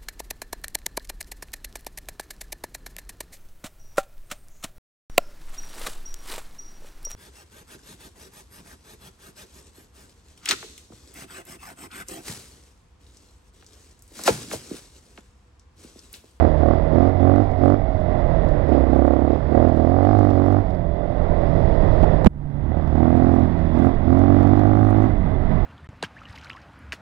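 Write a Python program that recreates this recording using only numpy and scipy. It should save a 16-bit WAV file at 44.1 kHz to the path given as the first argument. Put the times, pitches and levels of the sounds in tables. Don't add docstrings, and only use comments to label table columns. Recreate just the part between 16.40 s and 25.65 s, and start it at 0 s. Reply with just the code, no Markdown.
import sys
import numpy as np
from scipy import signal
from scipy.fft import rfft, irfft
from scipy.io import wavfile
from scipy.ndimage import uniform_filter1d

SR = 44100
rng = np.random.default_rng(int(sys.argv[2]) if len(sys.argv) > 2 else 0)


def amp(db):
    return 10 ** (np.asarray(db, float) / 20)


def write(x):
    x = np.atleast_2d(x).T
    wavfile.write(sys.argv[1], SR, np.round(np.clip(x, -1, 1) * 32767).astype(np.int16))


N = 407925
T = np.arange(N) / SR
SINCE_KNOCK = T - 5.87
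SHUT_DB = -33


def level(x, db):
    return x * amp(db) / np.sqrt(np.mean(x ** 2))


def ring(x, hz, width_hz):
    return signal.lfilter(*signal.iirpeak(hz, hz / width_hz, SR), x)


def colour(x, points):
    hz, db = np.transpose(points)
    bins_hz = np.arange(N // 2 + 1) * SR / N
    return irfft(rfft(x) * amp(np.interp(np.log(bins_hz + 1), np.log(hz), db)), N)


def walk(rate):
    k = int(SR / rate)
    steps = np.repeat(rng.standard_normal(N // k + 1), k)
    return 1.6 * uniform_filter1d(uniform_filter1d(steps, k), k)[:N]


def clicks(at, size):
    at = np.clip(at, 0, N - 2)
    whole = at.astype(int)
    early = np.bincount(whole, size * (1 + whole - at), N)
    late = np.bincount(whole + 1, size * (at - whole), N)
    return early + late


def beats(cycles, count, jitter_ms, scatter_db):
    chance = rng.standard_normal((60 * count * N // SR, 2))
    marks = np.arange(int(cycles[-1] * count))
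    at = np.interp(marks / count, cycles, np.arange(N)) + jitter_ms * chance[marks, 0] * SR / 1000
    return clicks(at, amp(scatter_db * chance[marks, 1]))


def curves(rows):
    s, *columns = np.transpose(rows)
    return (np.interp(T, s, c) for c in columns)


def lag(x, seconds):
    keep = np.exp(-1 / (seconds * SR))
    return signal.lfilter([(1 - keep) ** 2], [1, -2 * keep, keep ** 2], x)


def resonate(drive, modes, tilt_db=0):
    uneven_db = 1.4
    rings = []
    for hz, width_hz, size, ms in modes:
        gain = size * amp(hz / 1000 * (uneven_db * walk(15) + tilt_db))
        steep = ring(ring(drive, hz, 1.99 * width_hz), hz, 1.99 * width_hz)
        rings.append(gain * np.roll(steep, int(ms * SR / 1000)))
    return sum(rings) / max(np.std(r) for r in rings)


# (t/s, f/Hz)
WHEEL_RATE = [(0.0, 37.5), (0.36, 36.1), (0.74, 41.77), (1.03, 43.96), (1.75, 44.55), (2.45, 32.13),
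              (3.05, 34.76), (3.75, 54.37), (3.95, 45.89), (4.19, 48.14), (4.43, 41.23), (4.67, 43.33),
              (6.16, 35.81), (6.86, 43.27), (7.81, 39.83), (8.36, 45.16), (8.61, 45.97), (9.25, 44.88)]
# (from t/s, to t/s, exhaust level/dB, wheel slip f/Hz, bark over exhaust level/dB)
GRIP = [(0.0, 0.093, -18, 3, -3.5), (0.199, 0.37, -18, 5, -3.5), (0.52, 0.71, -16.5, 5.5, -7),
        (0.788, 1.046, -16, 5, -7.5), (1.19, 1.366, -15.5, 4.5, -6), (2.283, 2.395, -16, 0.63, -4.5),
        (2.396, 2.498, -21.5, -1.06, -0.5), (2.503, 2.981, -15, 2, -4), (3.103, 3.264, -13.5, 0.67, -3),
        (3.26, 3.409, -16.5, -7.5, -5.5), (3.408, 3.755, -16, -3, -3), (3.755, 4.221, -15, 0.47, -5.5),
        (6.284, 6.404, -26, 0.86, 3.5), (6.401, 6.541, -29, -2.5, 1), (6.543, 7.056, -16.5, -0.22, -5),
        (7.047, 7.327, -26, -1.63, -40), (7.34, 7.516, -15, 3.5, -4), (7.643, 8.69, -15.5, 6.5, -4.5)]
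# (t/s, change of firing rate f/Hz, half length t/s)
WHEEL_RUTS = [(0.174, -0.41, .03), (0.318, 0.62, 0.0483), (0.562, 0.54, 0.027), (0.682, 0.59, 0.03036),
              (0.845, -0.75, 0.069), (1.01, 1.03, 0.04067), (1.199, -.7, 0.04026), (1.318, 0.64, 0.0407),
              (1.542, 0.55, .04), (1.666, -0.74, 0.0616), (1.869, 0.58, .03), (2.168, -0.92, 0.03957),
              (2.477, -0.45, .03), (2.644, 0.65, 0.03996), (2.807, -0.53, .04), (2.936, 0.66, 0.0487),
              (3.083, 0.73, .03), (3.172, 1.13, 0.0389), (3.333, -0.44, .04), (3.426, 0.64, .03),
              (3.52, 0.99, 0.03027), (3.678, 0.66, 0.0705), (4.171, 0.7, 0.0622), (4.356, 0.63, 0.0531),
              (4.547, 0.51, .03), (4.691, -0.541, .05), (5.329, .5, 0.0673), (5.654, 0.39, .05),
              (5.979, -0.49, 0.0819), (6.369, 0.65, .03), (6.481, -0.92, .03), (6.594, 0.81, .04),
              (7.043, -0.52, .03), (7.407, 0.84, .04), (7.577, -1.28, .03), (7.681, 0.4, .03),
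              (7.989, -0.89, .08), (8.478, -0.76, 0.023), (8.796, -.6, .07)]


def throttle():
    bark_shut_db, bark_opening_db = -13, 6
    slip_lag_s, twist_s = .05, 0.053
    slip, open_db, bark_db = np.zeros((3, N))
    for start, end, db, hz, share_db in GRIP:
        held = (T >= start) & (T < end)
        slip = slip + hz * held
        open_db = open_db + (db - SHUT_DB) * held
        bark_db = bark_db + (share_db - bark_shut_db) * held
    size = int(twist_s * SR)
    open_db, bark_db = (uniform_filter1d(uniform_filter1d(x, size), size) for x in (open_db, bark_db))
    load = np.clip(open_db / 18, 0, 1)
    opening = np.maximum(load - lag(load, 0.3), 0)
    bark_db = bark_shut_db + bark_db + bark_opening_db * opening
    coarse = T[::50]
    ruts = sum(hz * np.exp(-.5 * ((coarse - s) / half) ** 2) for s, hz, half in WHEEL_RUTS)
    hz = np.interp(T, coarse, ruts) + next(curves(WHEEL_RATE)) + lag(slip, slip_lag_s)
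    return hz, SHUT_DB + open_db, bark_db, load


# (t/s, lead t/ms)
CHAIN_SLACK = [(0, 4.5), (.28, 2.8), (.65, 2.3), (.92, .9), (1.28, -.5), (2.33, -4.9), (2.6, -2),
               (2.9, -2.5), (3.17, -4.8), (3.5, -2.2), (3.7, -3.9), (4.15, -5.7), (6.6, -10.5), (6.8, -8.7),
               (7.42, -8), (7.9, -4.3), (8.3, -5.2), (8.6, -4.8)]


def engine_cycles(hz):
    return np.cumsum(hz) / SR + .3 + hz * lag(next(curves(CHAIN_SLACK)), .02) / 1000


# (f/Hz, width f/Hz, signed size, arrival after the firing t/ms)
BOOM_MODES = [
    (45, 110, 0.11, 3.1),
    (109.3, 26.7, 0.64, 11),
    (254.6, 46.2, 0.69, 15),
    (342.4, 33.3, -0.66, 14.25),
]
# (f/Hz, width f/Hz, signed size, arrival after the firing t/ms)
BARK_MODES = [
    (564, 59.6, -0.98, 5.1),
    (725.5, 59.5, 0.82, 6.517),
    (1162, 222, -0.096, 8.2),
    (2010, 440, -0.0011, 24),
]


def intake_dip(cycles, slow_hz):
    valve = beats(cycles + .008 * slow_hz, count=1, jitter_ms=.15, scatter_db=1.5)
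    dip = np.convolve(valve, signal.windows.gaussian(401, 1.1 * SR / 1000), "same")
    dip = dip - .8 * np.roll(dip, int(4.9 * SR / 1000))
    return level(dip - dip.mean(), 0) * amp(-9 + .55 * slow_hz)


def exhaust(hz, cycles, bark_db):
    clock = np.cumsum((hz / 44) ** .08)
    clock = clock * (N - 1) / clock[-1]
    cycles = np.interp(np.arange(N), clock, cycles)
    pipe_hz = np.interp(np.arange(N), clock, hz)
    fire = beats(cycles, count=1, jitter_ms=.08, scatter_db=.9)
    gulp = beats(cycles + .52, count=1, jitter_ms=0.11, scatter_db=1.5)
    fire = level(fire - fire.mean(), 0) + level(gulp - gulp.mean(), -17)
    puff = level(np.exp(-(cycles % 1) / 2.1) * rng.standard_normal(N), 0)
    tilt_db = 0.54 * (pipe_hz - 44)
    dip = intake_dip(cycles, 48 - pipe_hz)
    swell = [(f, width_hz, size, -ms) for f, width_hz, size, ms in BOOM_MODES]
    boom = resonate((fire + amp(-23) * puff)[::-1], swell)[::-1]
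    bark = resonate(fire + amp(-20) * puff, BARK_MODES, tilt_db)
    boom, bark = (np.interp(clock, np.arange(N), x) for x in (boom + dip, bark))
    return boom + amp(bark_db - 2.5) * bark


def air_box(cycles):
    return ring(np.sin(2 * np.pi * (6 * cycles + 0.16)), 292, 110)


def crank(cycles, hz):
    turn = 4 * np.pi * cycles + 1.2 + .17 * np.maximum(45 - hz, 0) + .12 * walk(25)
    return np.sqrt(2) * amp(1.8 * walk(30)) * (np.sin(turn) + .08 * np.sin(2 * turn + .5))


def piston_shake(cycles):
    return ring(np.sin(8 * np.pi * cycles + 1.7), 152, 63)


# (f/Hz, width f/Hz, level/dB)
COVERS = [
    (151.9, 24, 7),
    (302, 110, -2.5),
    (566, 115, -3),
    (920, 220, -20.5),
    (1975, 150, -26.5),
]
# (multiple of the firing rate, level/dB)
TOOTH_LINES = [(12, -10), (13, -16), (14, -4), (15, -15), (16, -5), (17, -13), (18, -12)]


def clatter(cycles):
    taps = beats(cycles, count=2, jitter_ms=.06, scatter_db=1.5)
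    taps = taps + .4 * beats(cycles, count=1, jitter_ms=.06, scatter_db=2)
    rattle = level(taps - taps.mean(), 0) + amp(-14) * rng.standard_normal(N)
    cases = np.zeros(N)
    for hz, width_hz, db in COVERS:
        cases += amp(db + .9 * walk(6)) * ring(ring(rattle, hz, 1.5 * width_hz), hz, 1.5 * width_hz)
    whine = sum(amp(db + 2 * walk(5)) * np.sin(2 * np.pi * k * cycles) for k, db in TOOTH_LINES)
    return level(cases, 0) + amp(2) * ring(ring(whine, 650, 230), 650, 230)


COAST_MULTIPLES = [3, 6, 8, 13, 14, 15, 16, 17, 43, 44, 45, 46, 47, 48]
# (level/dB, level once the knock has turned the case/dB)
COAST_LEVELS = [(-32, -28), (-37, -42), (-44, -42), (-38, -41), (-30, -35), (-37, -47), (-33, -49),
                (-35, -50), (-66, -53), (-62, -50), (-60, -53), (-55, -62), (-52, -66), (-54, -66)]


def overrun(cycles, muffle_db):
    sway = .08 * walk(10)
    song = np.zeros(N)
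    for k, (db, after_db) in zip(COAST_MULTIPLES, COAST_LEVELS):
        line_db = np.where(SINCE_KNOCK > 0, after_db, db) + muffle_db * min(k / 12, 1) + .9 * walk(5)
        song += amp(line_db) * np.sin(2 * np.pi * k * cycles + sway)
    return song


# (t/s, signed size 0-1, ring f/Hz, t60/s, crack level/dB)
BLOWS = [(2.288, 0.05, 425, 0.035, -34.5), (2.333, -.1, 332, 0.03, -33), (5.629, 0.2, 304, 0.031, -20),
         (5.634, .1, 657, 0.045, -26.5), (5.638, -.3, 88.6, 0.031, -23.5), (5.641, 0.12, 860, 0.017, -28),
         (5.846, 0.1, 199.1, 0.025, -11.5), (5.847, .12, 813, 0.01, -20.5), (5.851, 0.2, 45, 0.038, -33),
         (5.8612, 0.86, 291, 0.011, -14.5), (5.864, 0.2, 547, 0.015, -17), (5.866, -1.0, 154, 0.02, -21.5),
         (5.868, -.1, 143, 0.036, -2), (5.8709, -.8, 180.5, 0.024, -27.5)]


def knocks():
    thud, crack, t = np.zeros(N + SR), np.zeros(N + SR), np.arange(SR // 4) / SR
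    for s, size, hz, t60, crack_db in BLOWS:
        at = slice(int(s * SR), int(s * SR) + len(t))
        thud[at] += size * np.sin(2 * np.pi * hz * t) * 1000 ** (-t / t60)
        crack[at] += amp(crack_db) * np.exp(-t / .002) * rng.standard_normal(len(t))
    thud = thud[:N] * np.exp(-np.maximum(T - 5.878, 0) / .004)
    return thud, ring(ring(crack[:N], 1600, 2000), 1300, 2400)


# (t/s, peak level/dB, share below 5 kHz level/dB)
MOUNT_TICKS = [(0.2823, -52, 2), (0.625, -50.5, 2), (0.8959, -57, 8.5), (0.9178, -59.5, 7),
               (0.9592, -57, 15), (1.2526, -53, 5.5), (1.279, -55.5, 9), (2.5561, -51, -1),
               (2.5795, -45.5, -9.5), (2.6658, -52, 5), (2.7227, -52.5, -2), (3.1438, -53, 1.5),
               (3.2001, -55.5, 4.5), (3.2874, -52, 3.5), (3.3667, -54, 1.5), (3.6336, -51, 3),
               (3.7883, -42, -12), (3.8282, -51.5, -6), (3.8477, -44.5, -9), (3.9489, -51.5, -5),
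               (4.0617, -44.5, -11.5), (4.0831, -45, -7), (4.125, -48.5, 2.5), (5.8456, -39, 4),
               (6.7037, -52.5, 1.5), (6.765, -51.5, 3.5), (6.9386, -48, -5.5), (6.9546, -49, -8.5),
               (6.997, -53.5, 0), (7.3881, -45.5, -1), (7.441, -49, 3), (7.4584, -46.5, -0.5),
               (7.4854, -54, -3), (7.7707, -50.5, -6), (7.7897, -44.5, -3.5), (7.9613, -55, 0),
               (7.9867, -57.5, -3.5), (8.0042, -51, 1.5), (8.0306, -43.5, -2), (8.0925, -48, -6),
               (8.1693, -49.5, -2.5), (8.2352, -53.5, 5), (8.2701, -53, 6), (8.329, -47.5, -5),
               (8.3679, -53.5, -0.5), (8.3913, -52, -5.5), (8.4402, -53.5, 3), (8.4642, -47.5, -5.5),
               (8.4881, -53.5, 4.5), (8.5031, -43.5, -7), (8.5749, -49, -6), (8.6178, -56, 7.5),
               (8.6313, -51, -3), (8.6502, -54.5, 6), (8.6867, -54, -7), (5.8675, -37, -5)]


def ticks(load_db):
    s, db, low_db = np.transpose(MOUNT_TICKS)
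    snap = np.arange(300) / 15.0 * np.exp(-np.arange(300) / 22.0)
    place, size = rng.random((160, 2)).T
    faint = clicks(place * N, amp(-44.5 - 3.6 * np.log(np.maximum(size, .03))))
    faint = faint * amp(1.11 * load_db + 6.5) * duck() ** 2
    bright = clicks(s * SR, amp(np.minimum(db, -40))) + faint
    dull = clicks(s * SR, amp(db + low_db)) + 1.7 * faint
    bright, dull = (np.convolve(x, snap)[:N] * rng.standard_normal(N) for x in (bright, dull))
    return amp(6.5) * ring(ring(bright, 7400, 8400), 7400, 8400) + amp(15.5) * ring(dull, 2600, 2400)


# (t/s, peak level/dB)
BUCKLE = [(0.181, -43), (1.1124, -45), (1.299, -40), (1.6102, -51.5), (2.0866, -41), (3.2487, -47),
          (3.6498, -39), (3.69, -43.5), (3.904, -38), (4.3047, -45.5), (4.348, -47), (5.7638, -50),
          (6.4752, -48), (7.1904, -49.5), (7.5487, -49), (8.0723, -41.5), (8.1931, -37.5), (8.4488, -44.5)]


def rattles():
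    s, db = np.transpose(BUCKLE)
    snap = np.exp(-np.arange(400) / 140.0)
    burst = np.convolve(clicks(s * SR, amp(db)), snap)[:N] * rng.standard_normal(N)
    return amp(7.0) * ring(ring(burst, 3600, 3200), 3600, 3200)


# (f/Hz, level per Hz/dB)
RUSH_SPECTRUM = [(200, 17.5), (650, 21.5), (860, 14.5), (1300, 4.5), (1700, -0.5), (1980, 3.5),
                 (2250, -7.5), (2950, -11.5), (3450, -11), (3800, -8), (5000, -21), (6000, -24.5),
                 (10300, -36.5), (14500, -62.5)]
# (f/Hz, width f/Hz, level/dB)
SHELL_MODES = [
    (2030, 20, -3),
    (3457, 92, 4.5),
    (4970, 440, 5),
]


def rush(cycles, sizzle_db):
    throb = 1.1 + np.exp(-((2 * cycles - .5) % 1) / 0.5)
    noise = level(colour(throb * rng.standard_normal(N), RUSH_SPECTRUM), 20.58)
    noise = noise + sum(amp(db + 1.3 * walk(5)) * ring(noise, hz, w) for hz, w, db in SHELL_MODES)
    top = signal.lfilter(*signal.butter(3, 2700, "high", fs=SR), noise)
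    body = signal.lfilter(*signal.butter(3, 2700, fs=SR), noise)
    return amp(.8 * walk(12)) * body + amp(.8 * walk(12) + sizzle_db + 9.0) * top


# (t/s, level/dB)
AIR_FLOW = [(0.0, -33), (0.5, -32), (1.3, -32), (1.55, -31.5), (1.9, -30.5), (2.3, -33), (2.75, -34),
            (3.2, -31.5), (4.2, -30), (4.7, -33.5), (4.95, -30.5), (5.6, -28.5), (6.1, -35.5), (6.5, -32),
            (7.25, -28), (7.7, -28.5), (8.6, -25.5), (9.0, -28)]


def gusts():
    return next(curves(AIR_FLOW))


# (f/Hz, level per Hz/dB)
BUFFET_SPECTRUM = [(8, -19), (22, -5), (45, -4), (90, -11.5), (160, -17), (260, -24), (500, -30),
                   (1200, -63), (4000, -130)]


def wind():
    eddies = level(colour(rng.standard_normal(N), BUFFET_SPECTRUM), 0)
    swell = np.sqrt(uniform_filter1d(eddies ** 2, size=3500))
    return level(amp(.7 * walk(14)) * eddies / swell ** .6, 13.7)


# (f/Hz, width f/Hz, added share)
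SEAT_MODES = [
    (205, 100, 0.67),
    (470, 387, -0.52),
    (860, 2000, -0.11),
]


def reseat(ride):
    return ride + (SINCE_KNOCK > 0) * sum(share * ring(ride, hz, w) for hz, w, share in SEAT_MODES)


def muffle():
    return -12.5 * (SINCE_KNOCK > 0) * np.clip(1 - SINCE_KNOCK / 1, 0, 1)


def glance():
    return -2.5 * np.exp(-.5 * ((T - 4.48) / 0.14) ** 2)


def duck():
    since = T - 5.861
    return amp(-8 * (since > 0) * np.exp(-np.maximum(since - .03, 0) / 0.077))


def gain_db(hz, load):
    knock = -16.5 * (SINCE_KNOCK > 0) * np.exp(-np.maximum(SINCE_KNOCK, 0) / 0.3)
    squeeze = -6.5 * lag(load * (hz / 46) ** 0.79, 0.24)
    return 2 + squeeze + knock, -20 - 0.079 * squeeze


def scene():
    hz, pipe_db, bark_db, load = throttle()
    cycles = engine_cycles(hz)
    gust_db, muffle_db, glance_db = gusts(), muffle(), glance()
    turned = SINCE_KNOCK > 0

    crank_db = -29 + 9.5 * load ** 0.16
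    gear_db = -30.5 + 5 * load + 0.5 * turned + muffle_db + glance_db
    shake_db = -27 - 0.54 * muffle_db - 2.1 * load + 1.9 * walk(11.0)
    engine = amp(pipe_db) * exhaust(hz, cycles, bark_db)
    engine = engine + amp(pipe_db - 8.5) * air_box(cycles)
    engine = engine + amp(crank_db) * crank(cycles, hz)
    engine = engine + amp(shake_db) * piston_shake(cycles)
    engine = engine + amp(gear_db) * clatter(cycles)
    engine = engine + amp(glance_db) * (1 - load) * overrun(cycles, muffle_db)
    engine = signal.lfilter(*signal.butter(3, 2600, fs=SR), engine)

    rush_db = -44.5 + 1.5 * load + 0.85 * (gust_db + 31) + 0.1 * muffle_db + glance_db
    sizzle_db = -17.5 + 3.5 * load - 4 * turned
    wind_db = gust_db - 6 * load
    ride = -engine + amp(rush_db) * rush(cycles, sizzle_db) + amp(wind_db) * wind()
    ride = reseat(ride)

    right_db, left_db = gain_db(hz, load)
    thud, crack = knocks()
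    solid = np.where(T > 5.863, 1.6, .2) * thud
    keep = np.exp(-2 * np.pi * 146 / SR)
    left = signal.lfilter([1 - keep], [1, -keep], ride * amp(left_db) + solid)
    right = ride * amp(right_db) * duck() + ticks(pipe_db + right_db - 15.0) + rattles()
    right = right + 4.5 * thud + crack
    return np.array([left, right])


def roll_off(x):
    return signal.sosfilt(signal.butter(12, 15800, fs=SR, output="sos"), x)


def record(dry):
    soft = dry / (1 + np.abs(dry / 0.99) ** 6) ** (1 / 6)
    hiss = amp(-74.5) * rng.standard_normal(dry.shape) * np.array([[1], [.3]])
    hiss = signal.lfilter(*signal.butter(10, 12600, fs=SR), hiss)
    return roll_off(soft + hiss)


dry = scene()
out = record(dry)
write(out)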